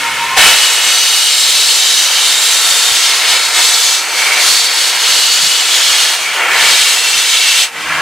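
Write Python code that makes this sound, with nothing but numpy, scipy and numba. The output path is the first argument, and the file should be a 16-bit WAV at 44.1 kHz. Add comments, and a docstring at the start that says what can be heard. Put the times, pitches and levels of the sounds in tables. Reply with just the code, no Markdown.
"""A sandblasting jet plays on a car panel in a stone-walled yard.
Filtered noise makes its hiss and roar; resonances ring the panel and its hollows as the aim wanders.
At the start and near the end the hiss falls away, leaving a duller rush of air.
Then the compressor's hum, made of wavering harmonics and puffs of noise, stands out.
Short whistles from the panel edges and a few dull low bumps join in."""
import sys
import numpy as np
from scipy import signal
from scipy.fft import rfft, irfft, next_fast_len
from scipy.io import wavfile
from scipy.ndimage import uniform_filter1d
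from numba import njit

SR = 44100
rng = np.random.default_rng(int(sys.argv[2]) if len(sys.argv) > 2 else 0)


def wav_record(signal):
    """Record a signal, one row per channel, as 16-bit PCM in the file named by sys.argv[1]."""
    frames = np.transpose(np.atleast_2d(signal))
    bounded = np.clip(frames, -1, 1)
    # unit amplitude maps onto the largest positive 16-bit level
    quanta = np.round(bounded * 32767).astype(np.int16)
    wavfile.write(sys.argv[1], SR, quanta)


N = 353238
TIME = np.arange(N) / SR

# slow drift of the jet as the worker shifts, before the changes and the lifts added in each layer: # [t/s,
# spray level/dB, impact level/dB, impact centre f/Hz, roar level/dB]
JET_DRIFT = [(0.5, -15.5, -12, 3350, -22.5), (1.2, -14.5, -11.5, 3640, -22.5), (1.8, -15, -11, 3730, -24.5),
             (2.1, -15, -12.5, 3800, -20.5), (2.7, -14, -13.5, 3740, -20.8), (3.1, -17, -11, 3380, -20.5),
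             (3.65, -14, -11.5, 3970, -20.5), (3.9, -15, -12, 3850, -22), (4.45, -13, -10.5, 4030, -20),
             (4.7, -17, -13, 3680, -21.5), (5.15, -15.3, -10.5, 3650, -21.5), (5.5, -17, -10.5, 3550, -23),
             (6.05, -16, -10.3, 3470, -20.5), (6.75, -14, -10, 3610, -22.5), (7.05, -15.5, -11, 3250, -22),
             (7.6, -16, -10, 3150, -24)]
# how each noise of the jet responds to these changes: [change with air alone/dB, in the surge/dB, # in the
# dip/dB, share of a slip's fall/1, share of a dig's rise/1]
SPRAY_RESPONSE = (-10.5, 5.5, -12, 0.93, -0.11)
IMPACT_RESPONSE = (-8.5, 5.5, -17.5, 1.08, 0.2)
ROAR_RESPONSE = (0.5, 12.5, -8.5, 0.17, 1.12)
BUFFET_RESPONSE = (-6, 7, -11, -0.2, .5)
# the jet slips off the panel and the hiss fades: [t/s, half length/s, depth/dB]
SLIPS = [(.76, 0.068, 2.5), (3.22, 0.046, 3.5), (3.39, 0.033, 4), (3.5, 0.036, 6), (4.09, 0.07, 11),
         (4.31, 0.054, 3.5), (4.76, 0.051, 2), (4.96, 0.058, 3), (5.62, 0.053, 2.5), (6.22, 0.075, 8),
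         (6.44, 0.094, 11.5), (7.0, 0.091, 2.5), (7.25, .03, 3)]
# the jet digs into a recess and roars: [t/s, half length/s, rise/dB]
DIGS = [(0.84, 0.08, 3), (3.344, 0.046, 3.5), (3.6, 0.031, 3), (4.276, 0.11, 4.5), (5.035, 0.073, 2),
        (6.538, 0.16, 8.5), (8.0, 0.11, 6)]
# relative spectra of the spray, the roar and the low buffeting: [f/Hz, level per Hz/dB]
SPRAY_SPECTRUM = [(2000, -28), (3500, -3.5), (5200, 0), (6500, 1.5), (8300, 1), (10000, -2.5), (12500, -9),
                  (15500, -15.5)]
ROAR_SPECTRUM = [(250, -27.5), (450, -12.5), (620, -7), (780, -3), (1100, -2), (1400, -.5), (2250, 2),
                 (2500, 2), (3200, -6), (4500, -33), (9000, -44)]
BUFFET_SPECTRUM = [(20, -28), (35, -26), (60, -31), (120, -24), (250, -15.5), (310, -6), (480, -0.5),
                   (600, -1.5), (900, -18)]
# standing resonances of the walled corner, negative boosts weaken a band: [f/Hz, width/Hz, boost/dB]
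CORNER_RESONANCES = [(344, 31, 5), (466, 39, 5.5), (731, 12, 5), (914, 33, 4), (1070, 9, 2),
                     (1345, 37, 5.5), (1720, 20, 3.5), (2420, 59, -19), (7360, 160, -0.5)]
# hollows that sing when the jet blows across them, a negative boost absorbs:
# [start t/s, stop t/s, f/Hz, width before narrowing/Hz, mean boost/dB]
HOLLOWS = [(0, 0.303, 690, 260, -11), (0, .13, 1310, 100, 7.5), (0, .45, 2180, 140, 4.5),
           (.35, 0.435, 790, 230, 9), (0.382, .52, 2930, 280, 5.5), (2.22, 2.962, 3665, 110, 4.5),
           (3.55, 3.97, 3450, 160, 2.5), (4.144, 4.41, 2246, 159, 7.5), (4.38, 5.5, 4500, 150, 3.5),
           (5.05, 5.7, 7600, 200, 7), (6.222, 6.318, 2320, 100, 11), (6.45, 6.65, 1783, 65, 8),
           (6.832, 7.65, 2745, 75, 8), (7.82, 8.1, 1105, 70, 10.5), (7.858, 8.1, 1370, 90, 8),
           (7.878, 8.1, 1665, 89.9, 9)]
# resonances of the panel under the jet:
# [f/Hz, width before narrowing/Hz, mean boost while kneeling/dB, mean boost once standing/dB]
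PANEL_RESONANCES = [(2240, 170, 0.5, 2), (2900, 115, 4.5, 1.5), (3106, 80, 5.5, 4), (3420, 100, -4, 0),
                    (3860, 200, 5.5, 0.5), (4320, 150, 4, 3), (4490, 170, 2, 2.5), (5080, 180, 0.5, 1.5),
                    (6060, 160, 5, 3), (6500, 93, -2, 5), (6930, 100, 2.5, 6), (7480, 110, 5.5, 1),
                    (7910, 190, -0.5, 5), (8210, 140, 6, 2)]
# compressor hum: [t/s, level/dB]
COMPRESSOR_LEVEL = [(0, -40), (.37, -41), (.6, -60), (2.5, -62), (4, -55), (7.68, -53), (7.78, -40.5),
                    (7.88, -36), (8.01, -34)]
# its mean speed: [t/s, firing rate f/Hz]
COMPRESSOR_SPEED = [(0, 71), (.4, 69.8), (1, 75.6), (7.6, 76), (8.01, 78.9)]
# its harmonics: [multiple of the firing rate/1, mean relative level/dB]
HARMONICS = [(1, 1), (2, 5.5), (3, -3), (4, 6), (5, 1), (6, 6), (7, -1), (8, 6), (14, -5)]
# relative spectrum of its engine noise: [f/Hz, level per Hz/dB]
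CLATTER_SPECTRUM = [(30, -22), (60, -14), (110, -3), (150, 4), (220, 1), (320, -2), (500, -13), (1200, -3),
                    (4000, -26)]
# panel edges whistle in short puffs of air: [t/s, half length/s, lower tone level/dB, upper tone level/dB]
WHISTLE_PUFFS = [(.075, 0.038, -22, -28), (.226, 0.028, -17.3, -32), (0.33, .04, -28.5, -21.5)]
# mean pitches of the lower and upper whistle: [f/Hz]
WHISTLE_PITCHES = [931, 1047]
# dull low bumps: [t/s, half length/s, f/Hz, width of each of two filters/Hz, level/dB]
BUMPS = [(.42, .045, 45, 70, -45), (2.921, 0.0026, 160, 260, -29), (5.434, .035, 170, 150, -37.5),
         (6.616, 0.07, 111, 141, -44), (7.17, 0.017, 130, 150, -42)]
# gain on the sound that the two microphone ports do not share: [f/Hz, gain/dB]
SIDE_GAIN = [(60, -30), (150, -30), (350, -42), (700, -27), (1400, -36), (1900, -35), (2700, -14),
             (5500, -8.5), (9500, -7), (14000, -4)]

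# grit joins the air stream with a surge; after it is shut off the level dips and recovers
GRIT_ON_S, GRIT_OFF_S = 0.3614, 7.635
ATTACK_S, RELEASE_S = 0.015, 0.073
SURGE_HOLD_S, SURGE_DECAY_S, RECOVER_S = 0.1, 0.13, 0.093
# the impact hiss drops in pitch with air alone, in the surge, in a recess and in a slip
AIR_DROP_HZ, SURGE_DROP_HZ, DIG_DROP_HZ_PER_DB, SLIP_DROP_HZ_PER_DB = 400, 400, 87, 16
STANDS_S, RISING_S = 2.65, 0.29  # the worker starts to stand up, and takes this long
SETTLE_S = 0.35  # the panel's resonances build up as the jet settles on it


def undb(db):
    """Turn decibels into gain."""
    return 10 ** (np.asarray(db) / 20)


def unit(x):
    """Scale a sound to rms 1."""
    return x / np.sqrt(np.mean(x ** 2))


def curves(table):
    """Join each column of a table by straight lines in time."""
    s, *columns = np.transpose(table)
    return [np.interp(TIME, s, column) for column in columns]


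def ramp(start_s, length_s):
    """Rise from 0 to 1, then stay."""
    return np.clip((TIME - start_s) / length_s, 0, 1)


def swell(s, half_s):
    """Rise smoothly to 1 and fall again in a bell shape."""
    return np.exp(-.5 * ((TIME - s) / half_s) ** 2)


def fade(start_s, decay_s):
    """Stay at 1, then die away."""
    return np.exp(-np.maximum(TIME - start_s, 0) / decay_s)


def walk(rate):
    """Wander between random levels, `rate` of them a second, smoothed twice; the spread is near 1."""
    k = int(SR / rate)
    steps = np.repeat(rng.standard_normal(N // k + 1), k)
    smooth = uniform_filter1d(uniform_filter1d(steps, k), k)
    return unit(smooth[:N])


def colour(x, points):
    """Filter by a spectrum of (Hz, dB) points."""
    hz, db = np.transpose(points)
    size = next_fast_len(N, True)
    f = np.maximum(np.fft.rfftfreq(size, 1 / SR), 1)
    gain = undb(np.interp(np.log(f), np.log(hz), db))
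    return irfft(rfft(x, size) * gain, size)[..., :N]


@njit
def sweep(x, hz, width):
    """A band-pass filter with a moving centre, where its gain is 1."""
    y = np.empty_like(x)
    for c in range(len(x)):
        band, low = 0., 0.  # the filter's two memories
        for i in range(x.shape[1]):
            g, k = np.tan(np.pi * hz[i] / SR), width / hz[i]
            v = (band + g * (x[c, i] - low)) / (1 + g * (g + k))
            band, low, y[c, i] = 2 * v - band, low + 2 * g * v, k * v
    return y


def resonate(x, hz, width_hz):
    """A fixed resonance, with gain 1 at its centre."""
    return signal.lfilter(*signal.iirpeak(hz, hz / width_hz, fs=SR), x)


def turbulence():
    """Two unrelated noises: what the ports share (mid) and what they do not (side)."""
    return rng.standard_normal((2, N))


def grit(per_s, scatter_db):
    """Countless grains strike at random, a few much harder than the rest."""
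    strikes = rng.random(N) < per_s / SR
    force = undb(scatter_db * np.minimum(rng.exponential(size=N), 5))
    return unit(turbulence() * strikes * force)


def changes():
    """How the level changes over time: air alone, surge of grit, dip after shut-off (each 0-1), slips and digs
    (dB)."""
    opened, shut = ramp(GRIT_ON_S, ATTACK_S), ramp(GRIT_OFF_S, RELEASE_S)
    air = 1 - opened + shut
    surge = opened * fade(GRIT_ON_S + SURGE_HOLD_S, SURGE_DECAY_S)
    dip = shut * fade(GRIT_OFF_S + RELEASE_S, RECOVER_S)
    slip = sum(db * swell(s, half_s) for s, half_s, db in SLIPS)
    dig = sum(db * swell(s, half_s) for s, half_s, db in DIGS)
    return air, surge, dip, slip, dig


def spray_hiss():
    """Air noise and dense grain strikes, shaped into a fine hiss."""
    return unit(colour(turbulence() + 0.63 * grit(per_s=12000, scatter_db=2.2), SPRAY_SPECTRUM))


def impact_hiss(centre_hz):
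    """Hiss of the impact spot, whose pitch moves with the angle and distance of the nozzle."""
    noise = turbulence() + .5 * grit(per_s=6000, scatter_db=2.5)
    width_hz = 3320.0  # of each of the two passes
    return unit(sweep(sweep(noise, centre_hz, width_hz), centre_hz, width_hz))


def jet():
    """Spray, impact hiss, roar of deflected air and low buffeting, each fluttering in level."""
    spray_db, impact_db, impact_hz, roar_db = curves(JET_DRIFT)
    air, surge, dip, slip, dig = changes()

    def response(shares):
        """Add up a layer's changes in dB."""
        return np.dot(shares, [air, surge, dip, -slip, dig])

    feed = walk(45)  # grit leaves the hose in uneven slugs
    tremble = walk(25)  # the nozzle shakes in the hand
    impact_hz = impact_hz - AIR_DROP_HZ * air - SURGE_DROP_HZ * surge
    impact_hz = impact_hz - DIG_DROP_HZ_PER_DB * dig - SLIP_DROP_HZ_PER_DB * slip

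    # all in dB: drift, changes, a fixed lift where there is one, then flutter
    spray_db = spray_db + response(SPRAY_RESPONSE) + 1.13 + 0.34 * feed + 0.62 * tremble
    impact_db = impact_db + response(IMPACT_RESPONSE) + 0.17 * feed + 0.56 * tremble
    roar_db = roar_db + response(ROAR_RESPONSE) + 4.0 + 0.55 * walk(28)
    buffet_db = -35.5 + response(BUFFET_RESPONSE) + 1.1 * walk(14)

    spray = spray_hiss() * undb(spray_db)
    impact = impact_hiss(impact_hz) * undb(impact_db)
    roar = unit(colour(turbulence(), ROAR_SPECTRUM)) * undb(roar_db)
    buffet = unit(colour(turbulence(), BUFFET_SPECTRUM)) * undb(buffet_db)
    return spray + impact + roar + buffet


def corner(x):
    """The walls favour a few pitches wherever the nozzle points."""
    return x + sum((undb(db) - 1) * resonate(x, hz, width_hz) for hz, width_hz, db in CORNER_RESONANCES)


def hollows(x, fade_s, waver_db, drift):
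    """Panel and hollows lift or absorb their own pitches in the jet noise, wavering with the aim."""
    out, wobble = x.copy(), walk(5)
    standing = ramp(STANDS_S, RISING_S)
    blasting = ramp(GRIT_ON_S, SETTLE_S) - ramp(GRIT_OFF_S, fade_s)
    rings = []
    for hz, width_hz, kneel_db, stand_db in PANEL_RESONANCES:
        rings.append((hz, width_hz, kneel_db + (stand_db - kneel_db) * standing, blasting))
    for start, stop, hz, width_hz, db in HOLLOWS:
        aim = ramp(start - fade_s / 2, fade_s) - ramp(stop - fade_s / 2, fade_s)
        rings.append((hz, width_hz, db, aim))
    for hz, width_hz, db, aim in rings:
        # each ring reads the same wobble from its own random places
        waver, bend = (np.roll(wobble, shift) for shift in rng.integers(N, size=2))
        band = sweep(x, hz * (1 + drift * bend), 0.65 * width_hz)
        out += (undb(db + waver_db * waver) - 1) * aim * band

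    def power(v):
        """Power averaged over a short time."""
        return uniform_filter1d(v[0] ** 2, size=4096)

    # the rings take their energy from the jet, so the total level is kept
    return out * np.sqrt(power(x) / power(out))


def yard(x, echo_db, sway_ms, above_hz, count=5):
    """Short echoes off the panel and ground comb the treble; their paths shift as the nozzle sways."""
    treble = signal.sosfilt(signal.butter(2, above_hz, "high", fs=SR, output="sos"), x)
    out = x.copy()
    for channel in range(2):
        lags_ms = np.geomspace(2.1, 8, count) * rng.uniform(.85, 1.15, count)
        for lag_ms in lags_ms:
            lag_s = (lag_ms + sway_ms * walk(1.3)) / 1000
            read = np.arange(N) - lag_s * SR
            out[channel] += undb(echo_db) * np.interp(read, np.arange(N), treble[channel], left=0)
    return out / np.sqrt(1 + count * undb(echo_db) ** 2 / 2)


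def compressor():
    """An engine-driven compressor: wavering harmonics, and a puff of noise with each firing."""
    firing_hz = curves(COMPRESSOR_SPEED)[0] * (1 + 0.0062 * walk(9.3))
    phase = 2 * np.pi * np.cumsum(firing_hz) / SR
    hum = np.zeros(N)
    for k, db in HARMONICS:
        hum += undb(db + 2.4 * walk(12)) * np.sin(k * phase + rng.uniform(0, 2 * np.pi))
    puffs = rng.standard_normal(N) * (1 + .7 * np.cos(phase))
    clatter = colour(puffs, CLATTER_SPECTRUM)
    return (unit(hum) + undb(-1) * unit(clatter)) * undb(curves(COMPRESSOR_LEVEL)[0])


def whistle():
    """Air on the panel edges makes two slightly unsteady tones that trade strength from puff to puff."""
    out = np.zeros(N)
    strengths = sum(np.outer(undb(tones_db), swell(s, half_s)) for s, half_s, *tones_db in WHISTLE_PUFFS)
    for hz, strength in zip(WHISTLE_PITCHES, strengths):
        phase = 2 * np.pi * np.cumsum(hz * (1 + 0.0096 * walk(71))) / SR
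        out += np.sqrt(2) * np.sin(phase) * strength * undb(1.7 * walk(76))
    return out


def bumps():
    """Short swells of low, band-filtered noise under the hiss."""
    out = np.zeros(N)
    for s, half_s, hz, width_hz, db in BUMPS:
        body = resonate(resonate(rng.standard_normal(N), hz, width_hz), hz, width_hz)
        out += unit(body) * undb(db) * swell(s, half_s)
    return out


def scene():
    """The jet in its yard, straight ahead; the two ports agree most in the middle range and part in the treble."""
    blast = jet()
    # the panel rings straight ahead, so both ports share its pitches; scattered sound stays plain
    rung = hollows(corner(blast[:1]), fade_s=0.069, waver_db=1.9, drift=0.0057)
    paths = np.array([rung[0] * undb(-0.6), blast[1]])
    mid, side = yard(paths, echo_db=-12, sway_ms=.09, above_hz=2700)
    mid = mid + compressor() + whistle() + bumps()
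    # the direct sound reaches the left port a fraction of a sample sooner
    lead = 0.095 * np.gradient(mid)
    side = colour(side, SIDE_GAIN) + lead
    return np.array([mid + side, mid - side])


def record(dry):
    """The loudest peaks overload the recorder, which also cuts the top."""
    clipped = np.clip(dry * undb(-.2), -1, 1)
    top_cut = signal.ellip(10, .1, 70, 15700, fs=SR, output="sos")  # steep cut above 15700 Hz
    return signal.sosfilt(top_cut, clipped)


dry = scene()
out = record(dry)
wav_record(out)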